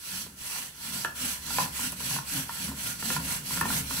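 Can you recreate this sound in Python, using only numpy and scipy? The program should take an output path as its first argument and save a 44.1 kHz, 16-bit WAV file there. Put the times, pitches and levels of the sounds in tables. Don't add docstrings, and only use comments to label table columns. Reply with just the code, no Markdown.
import sys
import numpy as np
from scipy import signal
from scipy.fft import rfft, irfft, next_fast_len
from scipy.io import wavfile
from scipy.ndimage import uniform_filter1d, map_coordinates

SR = 44100
rng = np.random.default_rng(int(sys.argv[2]) if len(sys.argv) > 2 else 0)


def dump(signal):
    limited = np.clip(np.atleast_2d(signal).T, -1, 1)
    pcm = np.round(limited * 32767).astype(np.int16)
    wavfile.write(sys.argv[1], SR, pcm)


N = 176400

# freq_hz, gain_db
AIR_COLOUR = [(25, -16), (70, -6.5), (200, -7), (400, -9.5), (1500, -37), (15000, -19)]
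# freq_hz, t60_s
ROOM_DECAY = [(200, 0.37), (1500, 0.32), (10000, 0.21)]
# freq_hz, width_hz, gain_db
FLOOR_MODES = [(143, 19.3, 1), (187.7, 12.8, 2.5), (222, 11, -1.5), (267, 13, -1.5)]
# freq_hz, gain_db
THUD_COLOUR = [(25, -34), (60, -6), (110, 7.5), (260, -0.5), (340, -5.5), (550, -6.5), (800, -15.5),
               (2000, -18.5)]
# time_s, level_db
RUMBLE_LEVELS = [(0.0, -68), (0.14, -46.5), (0.46, -58), (0.59, -50.5), (0.73, -62), (0.97, -43.5),
                 (1.18, -56), (1.25, -42), (1.39, -55), (1.63, -36.5), (1.77, -53), (1.84, -44),
                 (1.97, -46), (2.18, -41), (2.27, -53.5), (2.37, -41), (2.54, -51), (2.7, -37),
                 (2.83, -49.5), (2.88, -41.5), (2.96, -49.5), (3.19, -38), (3.45, -45.5), (3.66, -32.5),
                 (3.98, -46.5), (4.0, -32.5)]
# time_s, level_db
BOOM_LEVELS = [(0.0, -67), (0.18, -62), (0.68, -67.5), (1.6, -53), (2.62, -61), (2.7, -47), (2.9, -62.5),
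               (3.23, -48), (3.49, -65), (3.53, -51.5), (3.95, -47), (4.0, -54.5)]
# start_s, peak_db
WOOD_TICKS = [(1.9202, -24.5), (3.610, -17.5), (3.651, -29)]
# freq_hz, gain_db
TICK_COLOUR = [(500, -16), (3000, -19), (10000, 10), (16000, -5)]
# freq_hz, width_hz, gain_db
BOARD_MODES = [(940, 104, 1.5), (1062, 111, -2), (1402, 64, 5.5), (1730, 160, -0.5), (1846, 75, -1.5)]
# start_s, low_modes_db, middle_mode_db, high_modes_db, crack_db
BOARD_KNOCKS = [(.264, -45, -55, -58, -42), (1.048, -28, -24.5, -18.5, -26), (1.505, -34, -32, -46, -49),
                (1.585, -14, -22.5, -20.5, -28), (1.607, -32, -40, -37, -44), (1.659, -39, -36, -45, -34.5),
                (1.792, -35, -37, -44, -44), (1.925, -42, -49, -52, -36.5), (2.002, -39.5, -46, -50, -37),
                (2.162, -31, -32, -45, -30.5), (2.187, -28.5, -33, -44, -53),
                (2.493, -28.5, -31.5, -36, -52), (2.715, -38, -53, -55, -43), (3.026, -36, -28.5, -38, -39),
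                (3.102, -29.5, -26, -31, -28.5), (3.164, -25.5, -25, -39, -34),
                (3.506, -32.5, -42, -44, -36), (3.574, -36, -28, -35, -39),
                (3.612, -20.5, -21.5, -19.5, -21), (3.654, -23.5, -35, -40, -30.5),
                (3.703, -30, -25.5, -40, -40), (3.908, -31.5, -34, -42, -36)]
# freq_hz, gain_db
CRACK_COLOUR = [(30, -35), (100, -2), (400, 12), (550, 9), (750, 4), (1800, 6), (2100, -19), (2600, 11),
                (4000, -28), (12000, -23), (16000, -27)]
# middle_s, length_s, pitch_hz, level_db
SPINDLE_JUDDERS = [(.14, 0.21, 222, -71), (.95, 0.31, 218, -47.5), (1.245, 0.11, 262.5, -41),
                   (1.85, 0.14, 267, -41.5), (2.15, 0.16, 152, -40), (2.365, 0.15, 267, -42),
                   (2.385, .12, 147, -40), (2.69, 0.045, 218, -38.5), (3.09, 0.21, 232.7, -40),
                   (3.2, 0.12, 163.2, -34.5), (3.66, 0.11, 180, -39), (3.78, 0.18, 150.9, -42),
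                   (3.94, .1, 263.5, -44.5)]
# middle_s, length_s, pitch_hz, level_db
TIP_SQUEAKS = [(1.82, .14, 1420, -47), (2.88, .13, 1425, -45), (1.834, .02, 7950, -38)]
# start_s, fastest_s, end_s, level_db
BOW_STROKES = [(-0.057, 0.195, 0.26, -35.5), (0.33, 0.542, 0.74, -37), (0.709, 0.993, 1.09, -34.5),
               (1.122, 1.26, 1.415, -33), (1.376, 1.613, 1.686, -31), (1.692, 1.812, 1.958, -33),
               (1.92, 2.126, 2.217, -32), (2.228, 2.351, 2.474, -33), (2.415, 2.649, 2.738, -35),
               (2.715, 2.867, 2.985, -35), (2.947, 3.121, 3.209, -31), (3.181, 3.32, 3.414, -33),
               (3.409, 3.554, 3.646, -31), (3.619, 3.753, 3.84, -30.5), (3.825, 3.977, 4.17, -32.0)]
# freq_hz, gain_db
PULL_OVER_PUSH = [(1700, 4.5), (2800, 2.5), (4500, -0.5), (7100, 2.5), (7900, 1.5), (8800, 4.5),
                  (10500, 1.5), (12300, 1.5), (15000, 2.5)]
# freq_hz, gain_db
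LEFT_MIC_HISS = [(150, -24), (400, -15.5), (800, -10.5), (2000, -7.5), (2900, -7), (3600, -9), (4200, -9.5),
                 (5200, -15), (5800, -15), (7100, -17), (7700, -9), (8400, -10), (10300, 2), (11200, -3),
                 (12300, -1.5), (14000, -10.5), (15600, -9.5)]
# freq_hz, gain_db
RIGHT_MIC_HISS = [(150, -7), (400, -18), (800, -13.5), (2000, -5.5), (2850, -1), (3800, -5.5), (4250, 0.5),
                  (5200, -4.5), (5800, 0.5), (7200, -5.5), (7850, 2), (8400, -2), (9500, -7), (12500, -9),
                  (15600, -9.5)]


def amp(db):
    return 10 ** (np.asarray(db) / 20)


def unit(x):
    return x / np.sqrt(np.mean(x ** 2) + 1e-20)


def along(points, hz):
    freqs, values = np.transpose(points)
    return np.interp(np.log(hz + 1), np.log(freqs + 1), values)


def wobble(knots_per_s):
    return map_coordinates(rng.standard_normal(N // 4), [np.arange(N) * knots_per_s / SR], mode="wrap")


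def filtered(x, response):
    size = x.shape[-1]
    padded = next_fast_len(size + SR // 4)
    return irfft(rfft(x, padded) * response(np.fft.rfftfreq(padded, 1 / SR)), padded)[..., :size]


def coloured(x, points):
    return filtered(x, lambda hz: amp(along(points, hz)))


def resonate(x, modes):
    return filtered(x, lambda hz: sum(
        (-1) ** k * amp(db) * 1j * hz * width / (centre ** 2 - hz ** 2 + 1j * hz * width)
        for k, (centre, width, db) in enumerate(modes)))


def burst(t60_s, size):
    return rng.standard_normal(size) * np.exp(-np.log(1000) * np.arange(size) / SR / t60_s)


def add(track, start_s, sound):
    part = track[..., round(start_s * SR):][..., :sound.shape[-1]]
    part += sound[..., :part.shape[-1]]


def room_air(level_db=-61, spread=0.13):
    noise = rng.standard_normal(N) + spread * rng.standard_normal((2, N))
    return amp(level_db) * unit(coloured(noise, AIR_COLOUR))


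def room_tail(x, tail_count=13, delay_s=0.005):
    out, tail_index = np.zeros((2, N)), np.linspace(0, tail_count - 1, N)
    for k in range(tail_count):
        hz, t, spectrum = signal.stft(rng.standard_normal((2, SR // 3)), SR, nperseg=256)
        decay = np.exp(-np.log(1000) * t / along(ROOM_DECAY, hz)[:, None])
        tail = signal.istft(spectrum * decay, SR, nperseg=256)[1]
        tail /= np.linalg.norm(tail[0])
        span = np.flatnonzero(np.abs(tail_index - k) < 1)
        crossfaded = x[span] * np.cos(np.pi / 2 * (tail_index[span] - k))
        add(out, span[0] / SR + delay_s, signal.fftconvolve(crossfaded[None], tail, axes=1))
    return out


def close_reflections(x, count=10, span_s=0.012, level_db=-11.5):
    taps = np.zeros(SR // 10)
    gains = amp(level_db) * rng.choice([-1, 1], count) / np.sqrt(count)
    taps[(rng.uniform(0.1, 1, count) * span_s * SR).astype(int)] = gains
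    taps[0] = 1
    return signal.fftconvolve(x, taps)[:N]


def shaken(modes):
    ring = unit(resonate(rng.standard_normal(N), modes))
    local_power = np.abs(uniform_filter1d(ring ** 2, size=3000))
    return unit(ring / np.sqrt(local_power + 0.16))


def floor_rumble(modes_db=-2.5, thud_db=-6.5, boom_db=2.5, boom_hz=69.8, boom_width_hz=5.1):
    t = np.arange(N) / SR
    level, boom_level = [amp(np.interp(t, *np.transpose(rows))) for rows in (RUMBLE_LEVELS, BOOM_LEVELS)]
    thud = amp(thud_db) * unit(coloured(rng.standard_normal(N), THUD_COLOUR))
    ring = amp(modes_db) * shaken(FLOOR_MODES)
    boom = amp(boom_db) * shaken([(boom_hz, boom_width_hz, 0)])
    return level * (ring + thud) + boom_level * boom


def wood_ticks(t60_s=0.035):
    out = np.zeros((2, N))
    for start_s, peak_db in WOOD_TICKS:
        snap = coloured(np.array([burst(t60_s, size=2000) for _ in out]), TICK_COLOUR)
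        add(out, start_s, amp(peak_db) * snap / np.abs(snap).max())
    return out


def board_knocks(contact_db=-2, rattle_db=-14.5, split_hz=(1200, 1550), low_cut_hz=90):
    out, size = np.zeros(N), SR // 3
    groups = [[mode for mode in BOARD_MODES if np.searchsorted(split_hz, mode[0]) == k] for k in range(3)]
    for start_s, *levels_db in BOARD_KNOCKS:
        contact = amp(contact_db) * unit(burst(t60_s=0.016, size=size))
        rattle = amp(rattle_db) * unit(burst(t60_s=0.21, size=size))
        force = (contact + rattle) / np.sqrt(size)
        force[0] += 1
        rings = [resonate(force, group) for group in groups]
        crack = coloured(burst(t60_s=0.07, size=size), CRACK_COLOUR)
        for part, db in zip(rings + [crack], levels_db):
            add(out, start_s, amp(db) * part / np.abs(part).max())
    return filtered(out, lambda hz: (1j * hz / (1j * hz + low_cut_hz)) ** 2)


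def board_ring(strength, gain_db=-17.5, grain_db=4, flutter_db=3):
    slips = rng.standard_normal(N) * amp(grain_db * wobble(400) + flutter_db * wobble(29.81))
    return amp(gain_db) * strength * unit(resonate(slips, BOARD_MODES))


def stick_slip(tones, waver_share, wavers_per_s):
    t, out = np.arange(N) / SR, np.zeros(N)
    for middle_s, length_s, pitch_hz, level_db in tones:
        swell = np.cos(np.pi * np.clip((t - middle_s) / length_s, -0.5, 0.5)) ** 2
        hz = pitch_hz * (1 + waver_share * wobble(wavers_per_s))
        out += amp(level_db) * np.sqrt(2) * swell * np.sin(2 * np.pi * np.cumsum(hz) / SR)
    return out


def bowing(speed_exponent=1.327, linger_s=0.031, linger_share=0.39, rest_db=-57):
    t = np.arange(N) / SR
    power, speed = np.zeros((2, N)), np.zeros(N)
    for k, (start_s, fastest_s, end_s, level_db) in enumerate(BOW_STROKES):
        swing = np.abs(np.sin(np.pi * np.interp(t, [start_s, fastest_s, end_s], [0, 0.5, 1])))
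        power[k % 2] += (amp(level_db) * swing ** speed_exponent) ** 2
        speed = np.maximum(speed, swing)
    pole = np.exp(-1 / (linger_s * SR))
    lingering = signal.lfilter([1 - pole], [1, -pole], power)
    power = power + linger_share * lingering + amp(rest_db) ** 2 / 2
    total = power.sum(0)
    return np.sqrt(total), power[1] / total, speed


def tip_wander(x, depth_db=1.47):
    spectrum = signal.stft(x, nperseg=512)[2]
    patches = uniform_filter1d(rng.standard_normal(spectrum.shape[1:]), size=4, axis=0)
    patches = uniform_filter1d(patches, size=11, axis=1)
    return signal.istft(spectrum * amp(depth_db * unit(patches)), nperseg=512)[1][..., :N]


def rubbing_sheen(hiss, strength, corner_hz=9500, exponent=0.041):
    treble = filtered(hiss, lambda hz: 1 / (1 + (corner_hz / (hz + 1)) ** 4))
    return hiss + treble * ((strength / strength.mean()) ** exponent - 1)


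def spindle_hiss(strength, pull_share, speed, turns_per_s=24, turn_db=0.2, flutter_db=0.95, grain_db=0.5):
    turns = np.cumsum(turns_per_s * speed * (1 + 0.205 * wobble(14))) / SR
    uneven_db = turn_db * np.sin(2 * np.pi * turns) + flutter_db * wobble(70) + grain_db * wobble(2500)
    grains = tip_wander(unit(amp(uneven_db)) * rng.standard_normal((2, N)))
    pull = filtered(grains, lambda hz: amp(along(PULL_OVER_PUSH, hz) / 2))
    push = filtered(grains, lambda hz: amp(-along(PULL_OVER_PUSH, hz) / 2))
    pull_gain, push_gain = np.sqrt(pull_share), np.sqrt(1 - pull_share)
    rub = (pull_gain * pull + push_gain * push) / (pull_gain + push_gain)
    left = amp(0.5) * unit(coloured(close_reflections(rub[0]), LEFT_MIC_HISS))
    right = amp(2.16) * unit(coloured(close_reflections(rub[1]), RIGHT_MIC_HISS))
    return rubbing_sheen(strength * np.array([left, right]), strength)


def scene(pan_db=-1.2, lead_s=0.00008, wood_send_db=-4, low_send_db=-20.5):
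    strength, pull_share, speed = bowing()
    hiss = spindle_hiss(strength, pull_share, speed)
    wood = board_ring(strength) + board_knocks()
    wood += stick_slip(TIP_SQUEAKS, waver_share=0.0136, wavers_per_s=190)
    low = floor_rumble() + stick_slip(SPINDLE_JUDDERS, waver_share=0.0872, wavers_per_s=70)
    sides = np.array([[1], [-1]])
    direct = filtered(wood, lambda hz: amp(sides * pan_db) * np.exp(1j * np.pi * hz * lead_s * sides))
    air = room_air()
    into_room = amp(wood_send_db) * wood + amp(low_send_db) * low
    return hiss + wood_ticks() + direct + low + room_tail(into_room) + air


def record(dry, band_limit_hz=15750):
    return filtered(dry, lambda hz: hz < band_limit_hz)


dry = scene()
out = record(dry)
dump(out)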